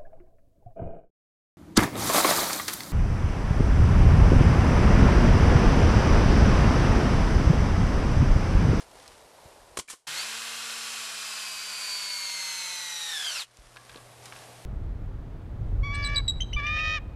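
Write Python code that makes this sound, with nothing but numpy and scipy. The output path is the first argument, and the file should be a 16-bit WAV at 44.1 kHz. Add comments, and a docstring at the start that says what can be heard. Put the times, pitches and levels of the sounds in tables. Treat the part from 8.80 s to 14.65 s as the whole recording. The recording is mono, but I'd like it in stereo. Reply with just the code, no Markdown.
"""Outdoor carpentry. Amid traffic, leaves and handling sounds, a pneumatic nailer drives one nail into a post:
turbulent air jets hiss, the blow and recoil excite the modes of the post, and the exhaust escapes.
The scene then changes abruptly to a cordless drill sinking a long screw over a faint hum: gear tones follow the
shaft rate, falling in pitch and mostly gaining level as the screw bites, until the motor stalls.
Finally hands rub and knock on a metal bracket, whose damped modes ring."""
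import sys
import numpy as np
from scipy import signal
from scipy.fft import rfft, irfft
from scipy.io import wavfile

SR = 44100
rng = np.random.default_rng(int(sys.argv[2]) if len(sys.argv) > 2 else 0)


def inscribe(sig):
    """Save sig as 16-bit PCM at rate SR to the path in sys.argv[1].

    A 1-D sig is mono; a 2-D sig holds one channel per row.
    Samples are clipped to [-1, 1] before scaling.
    """
    pcm = np.round(np.clip(np.atleast_2d(sig).T, -1, 1) * 32767)
    wavfile.write(sys.argv[1], SR, pcm.astype(np.int16))


N = 257984
T = np.arange(N) / SR
FREQ = np.maximum(np.arange(N // 2 + 1) * SR / N, 1)

# the abrupt change from the post to the bracket
CHANGE_S = 1.268

# relative spectrum of the outdoor background by the post: (frequency [Hz], level [dB])
YARD_COLOUR = [(15, -33), (25, -3), (88, -10), (192, -15.5), (534, -3.5), (1000, -5.5), (1140, -12.5),
               (1370, -15), (3330, -21), (3610, -20.5), (4110, -19.5), (6250, -23.5), (8120, -22.5),
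               (13000, -26.5)]
# relative spectrum of the outdoor background by the bracket: (frequency [Hz], level [dB])
FIELD_COLOUR = [(15, -36), (25, -2), (127, -3.5), (250, -8.5), (712, -1.5), (1030, -9.5), (1110, -3.5),
                (1200, -11), (1690, -11), (6940, -18), (8330, -17), (9500, -17), (13000, -22.5)]
# background levels before the dips; the hum is relative to the background by the bracket
YARD_DB, FIELD_DB = -53.5, -51.5
HUM_HZ, HUM_DB = 120, -5.5
# background and rustle by the post sink at the shot and swell back slowly
SHOT_S, SHOT_DIP_DB, SHOT_SINK_S, SHOT_RECOVER_S = 0.972, 26, 0.003, 2.5
# those by the bracket stay sunk under the drill and swell back once the motor has stopped
STOPPED_S, DRILL_DIP_DB, DRILL_SINK_S, DRILL_RECOVER_S = 4.68, 17.5, 0.38, 0.25

# relative spectrum of rubbing: (frequency [Hz], level [dB])
RUB_COLOUR = [(300, -4), (1200, 2.5), (2500, -2.5), (5500, -3.5), (7500, -7.5), (10000, -7.5), (13000, -26)]
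# strokes of sleeves and hands: (time of the height [s], level [dB], half length [s])
RUBS = [(.01, -49, 0.027), (0.254, -56.5, 0.15), (4.91, -59.5, 0.28), (5.122, -56.5, 0.065),
        (5.458, -51, 0.04), (5.569, -52.5, .11)]
# steady rustle of clothes, before the dips
RUSTLE_POST_DB, RUSTLE_BRACKET_DB = -63.5, -65

# clicks and knocks of handling: (time [s], level [dB], centre [Hz], T60 [s])
KNOCKS = [(.278, -40, 5360, 0.016), (4.771, -44, 3950, 0.0093), (4.962, -34, 2060, .007),
          (4.969, -37, 1860, 0.027), (5.095, -42, 2370, 0.043), (5.145, -42.5, 1700, 0.02),
          (5.158, -41.5, 327, 0.053), (5.16, -40.5, 2530, 0.021), (5.173, -41, 2220, 0.018),
          (5.181, -47, 750, 0.044), (5.456, -41.5, 5500, 0.041), (5.523, -36.5, 1490, .035),
          (5.562, -42, 1790, .027)]
# soft low bumps: (time [s], level [dB], centre [Hz], T60 [s])
BUMPS = [(0.656, -45, 85, 0.067), (4.789, -52, 40.2, 0.74)]
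KNOCK_OCTAVES, BUMP_OCTAVES = 0.98, 0.55
# modes of the metal bracket: (frequency [Hz], relative level [dB], T60 [s])
BRACKET_MODES = [(1070, 3, 0.54), (1162, 9.5, 0.48), (1640, 4, 0.28), (1700, 7, 0.14)]

# air bursts of the nailer: (time [s], level [dB], open time [s], fade [dB/s])
AIR_BURSTS = [(0.9704, -31, 0.0065, 2200), (.980, -44, 0.0093, 1000), (0.987, -32, 0.0087, 950),
              (1.077, -52, .004, 481), (1.087, -47, 0.0089, 608), (1.098, -37, 0.0094, 463),
              (1.127, -43.5, 0.0019, 613), (1.14, -67.5, 0.051, 215)]
# relative spectrum of the air jets: (frequency [Hz], level [dB])
AIR_COLOUR = [(88, -25), (150, -15), (395, -13.5), (1230, -3), (1580, -6), (1700, -4.5), (2590, -6.5),
              (3070, -1.5), (3780, -3.5), (9050, -1), (14000, -16)]
# blows of driver, recoil and returning piston:
# (time [s], peak level [dB], contact time [s], ringing relative to the blow [dB])
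BLOWS = [(0.9731, -15, 0.00041, -8.5), (0.9885, -23, 0.0019, 0), (0.997, -28.5, 0.000062, 0),
         (1.1, -52, 0.00048, -2), (1.133, -39.5, 0.00059, 0.5), (1.137, -35, 0.00045, -2.5)]
# modes of nailer and post: (frequency [Hz], relative level [dB], T60 [s])
POST_MODES = [(121, -25, 0.06), (227, -23, 0.054), (350, -8, 0.028), (438, -18.5, 0.067), (730, -42, .04),
              (1056, -7, 0.034), (1460, -20, 0.042), (2190, -2.5, 0.013), (2920, -7, 0.025)]
# the driver cracks on the nail
CRACK_S, CRACK_DB, CRACK_HZ, CRACK_OCTAVES, CRACK_T60_S = 0.9734, -32, 1490, 1.56, 0.0095
# the exhaust valve pings as it opens: (frequency [Hz], level [dB], T60 [s])
VALVE_MODES = [(1740, -45, .035), (2330, -37, 0.033)]
VALVE_S = 1.0845

# shaft rate as the screw drags the motor down, before spin-up and wobble: (time [s], rate [Hz])
SHAFT = [(1.8, 233.2), (2.1, 229.4), (2.7, 211.6), (3, 206.9), (3.5, 193), (3.75, 185), (4, 178.2),
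         (4.3, 165.9), (4.45, 145.6), (4.565, 120.8), (4.65, 60)]
# gear tones, before the gearbox resonances:
# (multiple of the shaft rate [1], level running free [dB], level under load [dB])
TEETH = [(11, -63.5, -50.5), (12, -57.5, -57.5), (22, -61.5, -48.5), (23, -60, -46), (24, -75, -68),
         (33, -73, -67), (34, -68, -48)]
# motor tones: (multiple of the shaft rate [1], level running free [dB], level under load [dB])
ROTOR = [(1, -61, -71.5), (1.5, -77, -76), (2, -63, -75.5), (3, -66, -67), (5, -56.5, -54), (14, -56, -56)]
# gearbox resonances and hollows that the gear tones glide through: (frequency [Hz], width [Hz], boost [dB])
GEARBOX = [(1747, 93, 10), (2160, 150, 6), (2505, 200, 7.5), (3330, 740, 7.5), (4079, 350, -4),
           (4570, 490, 8.5), (6660, 1340, 7.5), (7240, 460, -14)]
# relative spectrum of the drill noise: (frequency [Hz], level [dB])
DRILL_COLOUR = [(59, -61), (100, -51), (177, -24), (226, -26), (300, -22.5), (451, -13.5), (542, -11.5),
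                (1110, -3.5), (2260, -3.5), (2550, -1.5), (5640, -3.5), (7500, -4), (12000, -11),
                (13000, -21.5)]
# resonances and hollows of the drill housing: (frequency [Hz], width [Hz], boost [dB])
HOUSING = [(1487, 380, 4.5), (2096, 24, 5.5), (2572, 96, 3.5), (3095, 290, 3), (3970, 350, 3.5),
           (4350, 470, 3), (5290, 69, 4.5), (5750, 250, 0.5), (5960, 160, 3), (7100, 55, 3.5),
           (7410, 260, 4.5), (8000, 180, 3.5), (8900, 530, -2), (9420, 500, 4), (11900, 190, 3)]
# the motor starts short of full speed by this share and catches up
SPIN_UP_SHORT, SPIN_UP_S = 0.35, 0.122
# meanwhile the whole drill surges and the gears take load (0-1)
SURGE_S, SURGE_LENGTH_S, SURGE_DB, SURGE_LOAD = 1.395, 0.047, 2, 0.74
# loss of shaft rate at which the load on the gears levels off
BITE_HZ = 33
# levels before the housing: grinding eases as the screw sinks, brush and fan hiss holds
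GRIND_DB, GRIND_EASE_DB_PER_S, HISS_DB = -46.5, 2, -46
# the screw head seats: grinding swells again and the gears chatter more (0-1)
SEAT_S, SEAT_LENGTH_S, SEAT_DB = 4.26, 0.29, 5
CHATTER, SEAT_CHATTER = 0.35, 0.58
# below this shaft rate the motor and gear tones die away
FAINT_HZ = 107.9
STALL_S, STALL_LENGTH_S = 4.605, 0.081

# stereo width of near tools: (frequency [Hz], side minus mid [dB])
WIDTH = [(150, -12), (1500, -21), (3200, -20.5), (5000, -6), (7500, -5.5), (13000, -9)]
# stereo width of diffuse sound: (frequency [Hz], side minus mid [dB])
DIFFUSE = [(35, -1), (100, -4), (500, -11.5), (1500, -6), (3200, -3), (7000, -1.5), (13000, 0.5)]
# balance of the microphone pair: (frequency [Hz], left minus right [dB])
LEAN = [(200, 0.85), (2800, 0.37), (4800, 1.8), (7000, 3.4), (9500, 6.1), (12000, 0.41)]
TOP_HZ = 12700


def undb(db):
    """Amplitude gain is ten to the power of the level in decibels over twenty."""
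    return 10 ** (np.asarray(db) / 20)


def shape(points):
    """A spectrum follows from its points by interpolation of level over log frequency."""
    hz, db = np.transpose(points)
    return undb(np.interp(np.log(FREQ), np.log(hz), db))


def band(lo_hz, hi_hz):
    """An ideal band passes only the frequencies between its edges."""
    return (FREQ > lo_hz) & (FREQ < hi_hz)


def noise(gain, within=1, width=WIDTH):
    """Independent mid and side noises add to a stereo field; the mid has rms 1 within a band."""
    mid, side = rfft(rng.standard_normal((2, N))) * gain
    side = side * shape(width)
    stereo = irfft([mid + side, mid - side], N)
    return stereo / irfft(mid * within, N).std()


def walk(rate_hz):
    """Low-passed noise is a smooth random wander, here of standard deviation 1."""
    wander = irfft(rfft(rng.standard_normal(N)) / (1 + (FREQ / rate_hz) ** 4), N)
    return wander / wander.std()


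def swell(s, half_s):
    """A Gaussian envelope rises and falls smoothly around a moment."""
    return np.exp(-((T - s) / half_s) ** 2)


def dip(start_s, end_s, depth_db, sink_s, recover_s):
    """A level relaxes exponentially downward from the start and upward again from the end."""
    sunk = 1 - np.exp(-np.maximum(T - start_s, 0) / sink_s)
    remaining = np.exp(-np.maximum(T - end_s, 0) / recover_s)
    return undb(-depth_db * sunk * remaining)


def decay(s, t60):
    """Linear damping loses 60 dB in every T60 after the onset, here down to -120 dB."""
    return (T >= s) * undb(-60 * np.clip((T - s) / t60, 0, 2))


def ring(modes):
    """The impulse response of a struck body is a sum of damped sinusoidal modes."""
    t = T[:SR // 2]
    return sum(undb(db - 60 * t / t60) * np.sin(2 * np.pi * hz * t) for hz, db, t60 in modes)


def through(x, response):
    """A linear system answers any sound by convolution with its impulse response."""
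    return signal.fftconvolve(np.atleast_2d(x), np.atleast_2d(response), axes=1)[:, :N]


def resonances(at_hz, peaks):
    """Each resonance raises, or hollow lowers, the level in dB along a bell curve in frequency."""
    return sum(db / (1 + (2 * (at_hz - hz) / width) ** 2) for hz, width, db in peaks)


def knock(s, db, hz, octaves, t60):
    """A brief impact is a dying burst of noise centred on one frequency."""
    colour = 1 / (1 + (np.log2(FREQ / hz) / octaves) ** 4)
    return undb(db) * decay(s, t60) * noise(colour)


def outdoors(colour, gust_db=4, gust_hz=90, swell_db=1.13):
    """Distant traffic and leaves form a diffuse field; the breeze modulates its bass more strongly."""
    air = noise(shape(colour), width=DIFFUSE)
    bass = irfft(rfft(air) / (1 + (FREQ / gust_hz) ** 4), N)
    distant = (air - bass) * undb(swell_db * walk(3.0))
    buffeting = bass * undb(gust_db * walk(12))
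    return distant + buffeting


def hum(waver_db=1.6):
    """A steady pure tone, sqrt(2) times its rms at the peak, wavers slightly in level."""
    level = undb(HUM_DB + waver_db * walk(6.2))
    return np.sqrt(2) * level * np.sin(2 * np.pi * HUM_HZ * T)


def rubbing(rustle, scratch_db=2.5):
    """Friction of cloth and skin is noise: powers of strokes and rustle add, and level jitter makes it scratchy."""
    strokes = sum((undb(db) * swell(s, half_s)) ** 2 for s, db, half_s in RUBS)
    friction = noise(shape(RUB_COLOUR), width=DIFFUSE)
    return friction * np.sqrt(rustle ** 2 + strokes) * undb(scratch_db * walk(200))


def handling(ring_db=-52):
    """Impacts of hands are noise bursts; those on the bracket also excite its modes."""
    knocks = sum(knock(s, db, hz, KNOCK_OCTAVES, t60) for s, db, hz, t60 in KNOCKS)
    bumps = sum(knock(s, db, hz, BUMP_OCTAVES, t60) for s, db, hz, t60 in BUMPS)
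    on_bracket = knocks * (T > CHANGE_S)
    return knocks + bumps + undb(ring_db) * through(on_bracket, ring(BRACKET_MODES))


def nailer_air(rise_s=0.0017, sputter_db=0.5):
    """Turbulent jets from valve and exhaust are incoherent noise, so their powers add."""
    power = 0
    for s, db, open_s, fade in AIR_BURSTS:
        opening = np.clip((T - s) / rise_s, 0, 1)
        fading = undb(db - fade * np.clip(T - s - open_s, 0, 0.5))
        power = power + (opening * fading) ** 2
    return noise(shape(AIR_COLOUR)) * np.sqrt(power) * undb(sputter_db * walk(400))


def nailer_blows():
    """Each contact is a smooth force pulse, heard directly and as the modes that it excites."""
    push, drive = 0, 0
    for s, db, contact_s, ring_db in BLOWS:
        pulse = np.sin(np.pi * np.clip((T - s) / contact_s, 0, 1)) ** 2
        push = push + undb(db) * pulse
        # equal area, so that contact time alters the spectrum but not the total push
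        drive = drive + undb(db + ring_db) * pulse / pulse.sum()
    return through(drive, ring(POST_MODES)) - push


def nailer(echo_db=-18, echo_t60=0.18):
    """Air and blows reach the ear directly and through the decaying scatter of the yard."""
    direct = nailer_air() + nailer_blows()
    scatter = (noise(band(200, 11400)) * decay(0, echo_t60))[:, :SR // 2]
    scatter = scatter / np.sqrt(np.sum(scatter[0] ** 2))  # unit energy on the left
    return direct + undb(echo_db) * through(direct, scatter)


def nailer_metal():
    """The driver's impact on the nail is a noise burst; the opening exhaust valve rings in damped modes."""
    crack = knock(CRACK_S, CRACK_DB, CRACK_HZ, CRACK_OCTAVES, CRACK_T60_S)
    ping = 0
    for hz, db, t60 in VALVE_MODES:
        ping = ping + undb(db) * decay(VALVE_S, t60) * np.sin(2 * np.pi * hz * (T - VALVE_S))
    return crack + ping


def gear_whine(shaft_hz, turns, load, seated, slip=0.2, smear=0.68, waver_db=1.14, rasp_hz=110, seat_db=-42):
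    """Rotating parts sound at multiples of the shaft rate; load sets their levels and chatter smears the gears."""
    chatter = np.clip(CHATTER + SEAT_CHATTER * seated, 0, 1)
    clean = np.sqrt(1 - chatter ** 2)
    tones = 0
    for multiple, free_db, loaded_db in TEETH:
        db = free_db + load * (loaded_db - free_db) + waver_db * walk(4.9)
        db = db + resonances(multiple * shaft_hz, GEARBOX)
        # slip [rad] is the random wander of the phase
        tone = np.exp(2j * np.pi * multiple * turns + 1j * slip * walk(28))
        rasp = smear * chatter * (walk(rasp_hz) + 1j * walk(rasp_hz))
        tones = tones + undb(db) * tone * (clean + rasp)
    for multiple, free_db, loaded_db in ROTOR:
        db = free_db + load * (loaded_db - free_db) + waver_db * walk(32)
        tones = tones + undb(db) * clean * np.exp(2j * np.pi * multiple * turns)
    tones = tones / (1 + (FAINT_HZ / shaft_hz) ** 10)
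    # the highest gear tone shrieks roughly as the screw head seats
    shriek = np.exp(2j * np.pi * 45 * turns) * (walk(220) + 1j * walk(300))
    tones = tones + undb(seat_db) * (seated * chatter) ** 2 * shriek
    return np.sqrt(2) * tones.real


def drill(split_hz=3600, throb=0.14, grit_db=1.0, wobble=0.001043, uneven_db=0.41):
    """Low grinding noise, hiss modulated once a turn and gear tones are filtered by the housing's resonances."""
    dragged_hz = np.interp(T, *np.transpose(SHAFT))
    running_s = np.maximum(T - CHANGE_S, 0)
    shaft_hz = dragged_hz * (1 - SPIN_UP_SHORT / (1 + (running_s / SPIN_UP_S) ** 3))
    turns = np.cumsum(shaft_hz * (1 + wobble * walk(13.9))) / SR
    surge = swell(SURGE_S, SURGE_LENGTH_S)
    # the more speed the screw takes from the motor, the harder the teeth press
    load = np.tanh((dragged_hz.max() - dragged_hz) / BITE_HZ) + SURGE_LOAD * surge
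    seated = np.clip((T - SEAT_S) / SEAT_LENGTH_S, 0, 1)

    # share of the noise power that belongs to the grinding
    low = 1 / (1 + (FREQ / split_hz) ** 4)
    grind = noise(shape(DRILL_COLOUR) * np.sqrt(low), band(600, 1700))
    hiss = noise(shape(DRILL_COLOUR) * np.sqrt(1 - low), band(7600, 12000))
    grind_db = GRIND_DB - GRIND_EASE_DB_PER_S * running_s + SEAT_DB * seated + grit_db * walk(140)
    grind = grind * undb(grind_db)
    hiss = hiss * undb(HISS_DB) * (1 + throb * np.sin(2 * np.pi * turns))

    effort = undb(SURGE_DB * surge + uneven_db * walk(2.9))
    inside = effort * (grind + hiss + gear_whine(shaft_hz, turns, load, seated))
    running = irfft(rfft(inside) * undb(resonances(FREQ, HOUSING)), N)
    # the sound collapses ever faster once the motor stalls
    stalled = np.clip((T - STALL_S) / STALL_LENGTH_S, 0, 2)
    return running * undb(-60 * stalled ** 2)


def scene():
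    """Sources superpose linearly: first the nailer at the post, then the drill at the bracket."""
    shot_dip = dip(SHOT_S, SHOT_S, SHOT_DIP_DB, SHOT_SINK_S, SHOT_RECOVER_S)
    drill_dip = dip(SHOT_S, STOPPED_S, DRILL_DIP_DB, DRILL_SINK_S, DRILL_RECOVER_S)
    yard = outdoors(YARD_COLOUR) * undb(YARD_DB) * shot_dip
    field = (outdoors(FIELD_COLOUR) + hum()) * undb(FIELD_DB) * drill_dip
    rustle_by_post = undb(RUSTLE_POST_DB) * shot_dip
    rustle_by_bracket = undb(RUSTLE_BRACKET_DB) * drill_dip
    rustle = np.where(T < CHANGE_S, rustle_by_post, rustle_by_bracket)
    by_post = yard + nailer() + nailer_metal()
    by_bracket = field + drill()
    change = np.clip((T - CHANGE_S) / 0.0056, 0, 1)  # crossfade of 5.6 ms
    return by_post * (1 - change) + by_bracket * change + rubbing(rustle) + handling()


def record(dry):
    """Unequal microphone responses make the left brighter; a steep low-pass filter cuts the top."""
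    lean = np.sqrt(shape(LEAN))  # half of the difference on each side
    heard = irfft(rfft(dry) * [lean, 1 / lean], N)
    low_pass = signal.ellip(8, 0.2, 70, TOP_HZ, fs=SR, output="sos")
    return signal.sosfilt(low_pass, heard)


dry = scene()
out = record(dry)
inscribe(out)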